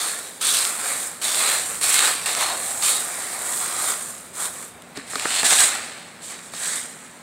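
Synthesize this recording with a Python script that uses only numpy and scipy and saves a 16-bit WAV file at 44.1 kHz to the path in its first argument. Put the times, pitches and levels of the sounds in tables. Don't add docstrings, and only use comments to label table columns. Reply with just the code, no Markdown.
import sys
import numpy as np
from scipy import signal
from scipy.fft import rfft, irfft, next_fast_len
from scipy.io import wavfile
from scipy.ndimage import uniform_filter1d, map_coordinates

SR = 44100
rng = np.random.default_rng(int(sys.argv[2]) if len(sys.argv) > 2 else 0)


def to_wav(s):
    ch = np.atleast_2d(s).T
    pcm = np.round(np.clip(ch, -1, 1) * 32767)
    wavfile.write(sys.argv[1], SR, pcm.astype(np.int16))


N = 318402


def amp(db):
    return 10 ** (np.asarray(db) / 20)


def unit(x):
    return x / np.sqrt(np.mean(x ** 2) + 1e-20)


def over_time(points):
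    return np.interp(np.arange(N) / SR, *np.transpose(points))


def over_hz(points, hz):
    knots_hz, values = np.transpose(points)
    return np.interp(np.log(hz + 1), np.log(knots_hz), values)


def wobble(knots_per_s):
    knots = rng.standard_normal(int(N * knots_per_s / SR) + 4)
    return map_coordinates(knots, [np.arange(N) * knots_per_s / SR])


def filtered(x, response):
    size = next_fast_len(N + SR // 2)
    return irfft(rfft(x, size) * response(np.fft.rfftfreq(size, 1 / SR)), size)[..., :N]


def coloured(x, colour, size=4096):
    cepstrum = irfft(np.log(amp(over_hz(colour, np.fft.rfftfreq(size, 1 / SR)))))
    cepstrum[1:size // 2] *= 2
    cepstrum[size // 2 + 1:] = 0
    response = irfft(np.exp(rfft(cepstrum)))
    return signal.fftconvolve(x, response / np.linalg.norm(response))[:len(x)]


def add(track, start_s, sound):
    part = track[round(start_s * SR):][:len(sound)]
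    part += sound[:len(part)]


def contacts(per_s, spread_db):
    chance = np.clip(per_s / SR, 0, 1)
    size = amp(spread_db * np.clip(rng.standard_normal(N), -2, 2)) * rng.choice([-1, 1], N)
    return unit((rng.random(N) < chance) * size / np.sqrt(chance))


def bursts(per_s, spread_db, t60_s):
    t = np.arange(SR // 8) / SR
    energy = signal.fftconvolve(contacts(per_s, spread_db) ** 2, amp(-60 * t / t60_s) ** 2)[:N]
    return unit(np.sqrt(np.abs(energy)))


def push(start_s, rise_s, hold_s, settle_db_per_s):
    t = np.arange(N) / SR - start_s
    settling = amp(-settle_db_per_s * np.maximum(t - rise_s - hold_s, 0))
    return (np.clip(t / rise_s, 0, 1) * settling) ** 2


# (start [s], rise [s], hold [s], settling [dB/s], tick drive [dB], crunch re tick [dB],
#  floor re tick [dB], packing [0 loose, 1 tight], hollow [Hz], hollow boost [dB])
STROKES = [(0.0, 0.00096, 0.084, 54, -28.0, -4.5, -4.5, 0.072, 1290.0, 2.5),
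           (0.401, 0.07, 0.1, 108, -21.5, -0.5, -8, 0.042, 1310, 11),
           (0.555, 0.063, 0.042, 35, -26.5, -7, -5, 0.46, 1260, 3),
           (0.733, 0.14, 0.049, 62, -27.0, -8, -5, 0.091, 1320, 1.0),
           (0.91, 0.091, 0.064, 336.0, -30.0, -23, -11, 0.08, 1280, 2.5),
           (1.211, 0.032, 0.0067, 40.0, -23.5, -2.0, -6, 0.2, 1180, 5),
           (1.276, 0.13, 0.14, 95, -23, -1, -4.5, 0.65, 1330.0, 1.5),
           (1.616, 0.057, 0.029, 27, -30.5, -24, -7, 0.4, 1300.0, 3),
           (1.807, 0.033, 0.12, 156, -20.5, -4.5, -9, 0.34, 1300, 3.0),
           (1.89, 0.077, 0.049, 61, -25.0, 2.5, -2.5, 0.66, 1290, 7),
           (1.983, 0.062, 0.044, 172, -22, -3.5, -1, 0.43, 1470, 7),
           (2.158, 0.067, 0.037, 51, -37, 0, 0.5, 0.29, 1250.0, 3.0),
           (2.265, 0.019, 0.036, 127, -27.0, 0.0, -4, 0.5, 1150, 0.5),
           (2.343, 0.073, 0.013, 154, -24.5, 0, 1.5, 0.45, 970, 4),
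           (2.448, 0.051, 0.011, 60.0, -30.5, -1.5, 5.5, 0.4, 784, 8),
           (2.511, 0.12, 0.19, 43, -28.5, -13, -9.5, 0.41, 800.0, -1),
           (2.802, 0.052, 0.055, 107, -19.5, -4.5, -11, 0.23, 1290, 12),
           (2.9, 0.059, 0.56, 30, -31.5, -8, -3.5, 0.19, 830, 0.5),
           (3.373, 0.13, 0.11, 64.5, -27, -27, -11.5, 0.05, 1200.0, 10),
           (3.578, 0.041, 0.089, 38, -34, -1.5, 0.5, 0.05, 1170, 6),
           (3.685, 0.15, 0.071, 96, -24.5, -10.5, -4.5, 0.03, 1210.0, 6.5),
           (3.993, 0.049, 0.053, 66, -34.5, -15, -13, 0.024, 1200.0, 0),
           (4.329, 0.095, 0.029, 190.0, -25.5, -11.5, -6, 0.018, 1280.0, 5.5),
           (4.499, 0.038, 0.11, 161, -37, -11.5, -6.5, 0.01, 1200.0, 2)]
SHAKES = [(4.947, 0.018, 0.011, 151.0, -43.5, 1.5, 4, 0.89, 1000.0, -3.5),
          (5.039, 0.27, 0.059, 112.0, -28, -5, -1.5, 0.27, 1000.0, 0),
          (5.095, 0.0068, 0.021, 149.5, -36, -15, -21, 0.27, 1000.0, -1.0),
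          (5.263, 0.13, 0.015, 295, -25.5, 0.5, -4.5, 0.76, 998, 5.5),
          (5.436, 0.016, 0.012, 145, -16.5, -5.5, -6, 0.2, 1200.0, -0.5),
          (5.474, 0.038, 0.014, 119, -15.5, -6, -5.5, 0.15, 1500.0, -0.0),
          (5.565, 0.038, 0.02, 145, -14.5, -7.5, -6, 0.54, 1790.0, 2.5),
          (5.65, 0.054, 0.058, 51.0, -36.5, 3, 5.5, 0.72, 1790.0, 0.5),
          (6.21, 0.031, 0.071, 176.0, -36.5, -11.5, -15.5, 0.012, 1750.0, -5),
          (6.284, 0.02, 0.014, 80, -41.5, -5, 1, 0.02, 1750.0, -2),
          (6.393, 0.043, 0.029, 115.0, -42.5, -17, -13, 0.02, 1750.0, 8),
          (6.501, 0.16, 0.107, 114, -27.5, -8.5, -6, 0.06, 1660, 5.5),
          (6.806, 0.044, 0.2, 66, -46, -18, -4, 0.1, 1720.0, 9)]
# (tick drive [dB], crunch drive [dB], floor drive [dB])
TRICKLE_DB = (-59, -57.5, -56)


def motion():
    moves = np.array(STROKES + SHAKES)
    tick_db, crunch_db, floor_db, packing, hollow_hz, boost_db = moves[:, 4:].T
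    power = np.array([push(*move[:4]) for move in moves]) + 1e-12
    gains = amp([tick_db, tick_db + crunch_db, tick_db + floor_db]) ** 2
    drives_db = 10 * np.log10(gains @ power + amp(TRICKLE_DB)[:, None] ** 2)

    def blend(values, weights):
        return (values * weights) @ power / (weights @ power)

    tick, crunch, floor = gains
    is_shake = np.arange(len(moves)) >= len(STROKES)
    return (drives_db, np.clip(blend(packing, crunch), 0, 1),
            blend(hollow_hz, floor), blend(boost_db, floor), blend(is_shake, tick))


def wandering(x, depth_db):
    spectra = signal.stft(x, nperseg=512)[2]
    drift = rng.standard_normal(spectra.shape)
    for size, axis in (3, 0), (18, 1), (8, 1):
        drift = uniform_filter1d(drift, size, axis)
    return unit(signal.istft(spectra * amp(depth_db * unit(drift)), nperseg=512)[1][:N])


def hollow(x, centre_hz, boost_db):
    hz, frames_s, spectra = signal.stft(x, SR, nperseg=256)
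    t = np.arange(N) / SR
    octaves = np.log2((hz[:, None] + 1) / np.interp(frames_s, t, centre_hz))
    gain_db = np.interp(frames_s, t, boost_db) * (np.exp(-(octaves / 0.44) ** 2) - 0.72)
    return unit(signal.istft(spectra * amp(gain_db), SR, nperseg=256)[1][:N])


# (frequency [Hz], level [dB])
SURFACE_TICK = [(1000, -43), (3000, -32), (5500, -20.5), (6500, -13.5), (7300, -5), (8150, 0), (9300, -5),
                (10700, -15), (12500, -18), (14500, -22), (15800, -25.5)]
LOOSE_CRUNCH = [(500, -35), (1500, -17), (2200, -10), (3000, -8), (3650, 0), (4200, -.5), (5000, -5.5),
                (5900, -6.5), (8000, -6), (11000, -18), (16000, -28)]
PACKED_GRIND = [(500, -51.5), (1200, -11), (1750, -2), (2300, 0.5), (2750, -0.5), (3500, -4.5), (4300, -1),
                (5500, -27.5), (8000, 5.5), (11000, -17.5), (16000, -45)]
TRAY_FLOOR = [(40, -65), (110, -51), (250, -17), (450, -11), (740, -0.5), (920, -5), (1200, -0.5),
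              (1480, -2.5), (1700, -1), (2300, -4), (2900, -15.5), (5000, -14.5), (16000, -93)]
HEAP_RUMBLE = [(40, -39), (100, -11.5), (180, -9), (280, 0.5), (400, 3.5), (560, 5.5), (800, -2),
               (2000, -53)]
# (frequency [Hz], gain [dB])
SLIDE_EQ = [(150, 2), (400, -3), (750, -2.5), (1200, -2), (1900, 0.5), (3200, 3), (5800, 2.5), (8300, 0.5),
            (11000, -3.5), (15000, -4.5)]


def heap():
    (tick_db, crunch_db, floor_db), packing, hollow_hz, boost_db, sliding = motion()
    activity = amp(0.4 * (tick_db + 30))
    jolt = spray()
    avalanches = unit(6 + 0.5 * bursts(per_s=120, spread_db=12, t60_s=0.049))
    impacts = bursts(per_s=650 * activity, spread_db=6.5, t60_s=0.02) * rng.standard_normal(N)
    pressure = np.clip(0.45 + 0.0081 * (crunch_db + 9), 0.1, 0.9)

    def layer(colour, base_per_s, hardness, drift_db):
        hard_share = np.clip(pressure * hardness, 0, 1)
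        patter = contacts(base_per_s * activity, spread_db=1)
        excitation = np.sqrt(hard_share) * impacts + np.sqrt(1 - hard_share) * patter
        return wandering(coloured(excitation, colour), drift_db)

    ticking = layer(SURFACE_TICK, base_per_s=7000, hardness=1, drift_db=0.96)
    ticking *= np.hypot(amp(tick_db + 1.5), 0.47 * jolt)
    loose = layer(LOOSE_CRUNCH, base_per_s=5000, hardness=0.84, drift_db=2.5)
    packed = layer(PACKED_GRIND, base_per_s=3000, hardness=1, drift_db=2.5)
    crunch = np.sqrt(1 - packing) * loose + 1.11 * np.sqrt(packing) * packed
    crunch *= np.hypot(amp(crunch_db + 0.66), 0.5 * jolt)
    floor = layer(TRAY_FLOOR, base_per_s=3000, hardness=0.77, drift_db=1.5)
    floor = hollow(floor, hollow_hz, boost_db) * np.hypot(amp(floor_db - 0.89), 0.22 * jolt)
    rumble = layer(HEAP_RUMBLE, base_per_s=1500, hardness=0.49, drift_db=0)
    rumble *= amp(0.45 * floor_db - 30.5)
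    raked = avalanches * (ticking + crunch + floor + rumble) + strays(tick_db) + skitter(tick_db)
    slid = filtered(raked, lambda hz: amp(over_hz(SLIDE_EQ, hz)))
    return (1 - sliding) * raked + sliding * slid


# (frequency [Hz], level [dB])
CLICK_COLOUR = [(200, -25), (1200, -7), (3800, -3), (5600, -7), (8400, 0), (11000, -10), (16000, -22)]


def strays(tick_db):
    strikes = bursts(per_s=36, spread_db=3, t60_s=0.007) * rng.standard_normal(N)
    return amp(tick_db - 14.5) * coloured(strikes, CLICK_COLOUR)


# (frequency [Hz], level [dB])
SKITTER_COLOUR = [(1000, -45), (5000, -28), (8500, 3), (11000, 2), (14000, -3), (16000, -12)]


def skitter(tick_db):
    skips = bursts(per_s=130, spread_db=4, t60_s=0.005) * rng.standard_normal(N)
    return amp(0.61 * tick_db - 29) * coloured(skips, SKITTER_COLOUR)


# (frequency [Hz], level [dB])
HUM_TONES = [(181, -67), (240.5, -59)]
BOOM_COLOUR = [(25, -38), (50, -41), (76, 1.5), (88, -3), (102, 4.5), (130, -5), (250, -21), (1000, -68)]
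RUSH_COLOUR = [(25, -29), (50, -28), (90, -22), (160, -0.5), (230, -3), (320, -8.5), (700, -7),
               (1300, -8.5), (2300, -10.5), (3000, -17.5), (5800, -28), (8200, -13), (11000, -31),
               (16000, -31)]
# (time [s], level [dB])
BOOM_FADE = [(0.0, -67.5), (1.7, -57.5), (5.6, -59.5), (7.22, -66)]
RUSH_FADE = [(0, -51.5), (1.5, -47), (4.5, -46.5), (7.2, -45.5)]


def machine():
    t = np.arange(N) / SR
    hum = np.zeros(N)
    for hz, db in HUM_TONES:
        peak = np.sqrt(2) * amp(db + 2 * wobble(4.8))
        hum += peak * np.sin(2 * np.pi * hz * t + 0.7 * wobble(7))
    boom = amp(over_time(BOOM_FADE) - 2) * coloured(rng.standard_normal(N), BOOM_COLOUR)
    rush = amp(over_time(RUSH_FADE)) * coloured(rng.standard_normal(N), RUSH_COLOUR)
    return hum + boom + rush


# (time [s], spray drive [dB])
JOLTS = [(0.411, -18.5), (1.215, -23.5), (1.812, -21), (2.259, -16), (2.823, -20), (4.336, -40),
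         (6.221, -42), (6.535, -35)]


def spray(t60_s=0.25):
    envelope, t = np.zeros(N), np.arange(SR // 5) / SR
    for start_s, db in JOLTS:
        add(envelope, start_s, amp(db - 60 * t / t60_s))
    return envelope


# (time [s], relative peak [dB])
SNAPS = [(0.483, -16), (0.5493, -15.5), (0.6516, -10.5), (1.3467, -12), (1.4906, -18), (1.943, -6),
         (1.9644, -9), (1.9921, -4), (2.3507, -11), (2.7754, -20), (2.8843, -11), (4.822, -32),
         (5.1123, -24), (5.1973, -15), (5.4311, -13)]


def snaps(t60_s=0.0035):
    track, t = np.zeros(N), np.arange(SR // 40) / SR
    for start_s, db in SNAPS:
        click = coloured(rng.standard_normal(len(t)) * amp(-60 * t / t60_s), CLICK_COLOUR)
        add(track, start_s, amp(db + 6.5) * click / np.abs(click).max())
    return track


# (time [s], knock peak [dB], thud peak [dB], crack gain [dB])
BUMPS = [(4.973, -24, -26, -27), (5.134, -20, -42, -33), (5.156, -14, -30, -22), (5.254, -11, -32, -34),
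         (5.432, -11, -28, -23), (5.523, -14, -29, -22), (6.537, -23, -44, -35)]
# (frequency [Hz], level [dB])
KNOCK_COLOUR = [(30, -48), (110, -18), (250, -7), (550, -2), (1000, -.5), (1650, -.5), (2100, -7),
                (2900, -19), (8000, -35), (16000, -50)]


def bumps(blow_t60_s=0.016, clatter_t60_s=0.08):
    track, t = np.zeros(N), np.arange(SR // 6) / SR
    envelope = amp(-60 * t / blow_t60_s) + amp(-22 - 60 * t / clatter_t60_s)
    for start_s, knock_db, thud_db, crack_db in BUMPS:
        blow = rng.standard_normal(len(t)) * envelope
        knock = coloured(blow, KNOCK_COLOUR)
        knock *= amp(knock_db) / np.abs(knock).max()
        crack = amp(crack_db) * coloured(blow, LOOSE_CRUNCH)
        add(track, start_s, knock + crack + amp(thud_db) * thud(t))
    return track


# (frequency [Hz], relative level [dB], t60 [s])
TRAY_MODES = [(144, -2, 0.029), (204, -8, 0.096), (276, -2, 0.1), (372, -24, 0.063), (419, 4, 0.049),
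              (544, -2, 0.029)]


def thud(t, rise_s=0.003):
    ring = np.zeros(len(t))
    for hz, db, t60_s in TRAY_MODES:
        decay = amp(db + rng.normal(0, 2) - 60 * t / t60_s)
        ring += decay * np.sin(2 * np.pi * (hz * t + rng.random()))
    ring *= (1 - np.exp(-t / rise_s)) ** 2
    return ring / np.abs(ring).max()


def scene():
    sound = heap() + snaps() + bumps() + machine()
    return np.array([sound, sound])


def treble_dip(hz, centre_hz=8000):
    response = 1
    for width_hz, depth in (800, 0.45), (1500, 0.24):
        damping = 1j * hz * width_hz
        response *= 1 - depth * damping / (centre_hz ** 2 - hz ** 2 + damping)
    return response ** np.exp(-((hz - 8100) / 1700) ** 4)


def record(dry, ceiling=0.85, low_cut_hz=34, top_hz=15780):
    left, right = dry / (1 + (dry / ceiling) ** 6) ** (1 / 6)
    stereo = np.array([filtered(left, treble_dip), right])
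    return filtered(stereo, lambda hz: hz ** 2 / np.hypot(hz ** 2, low_cut_hz ** 2) * (hz < top_hz))


dry = scene()
out = record(dry)
to_wav(out)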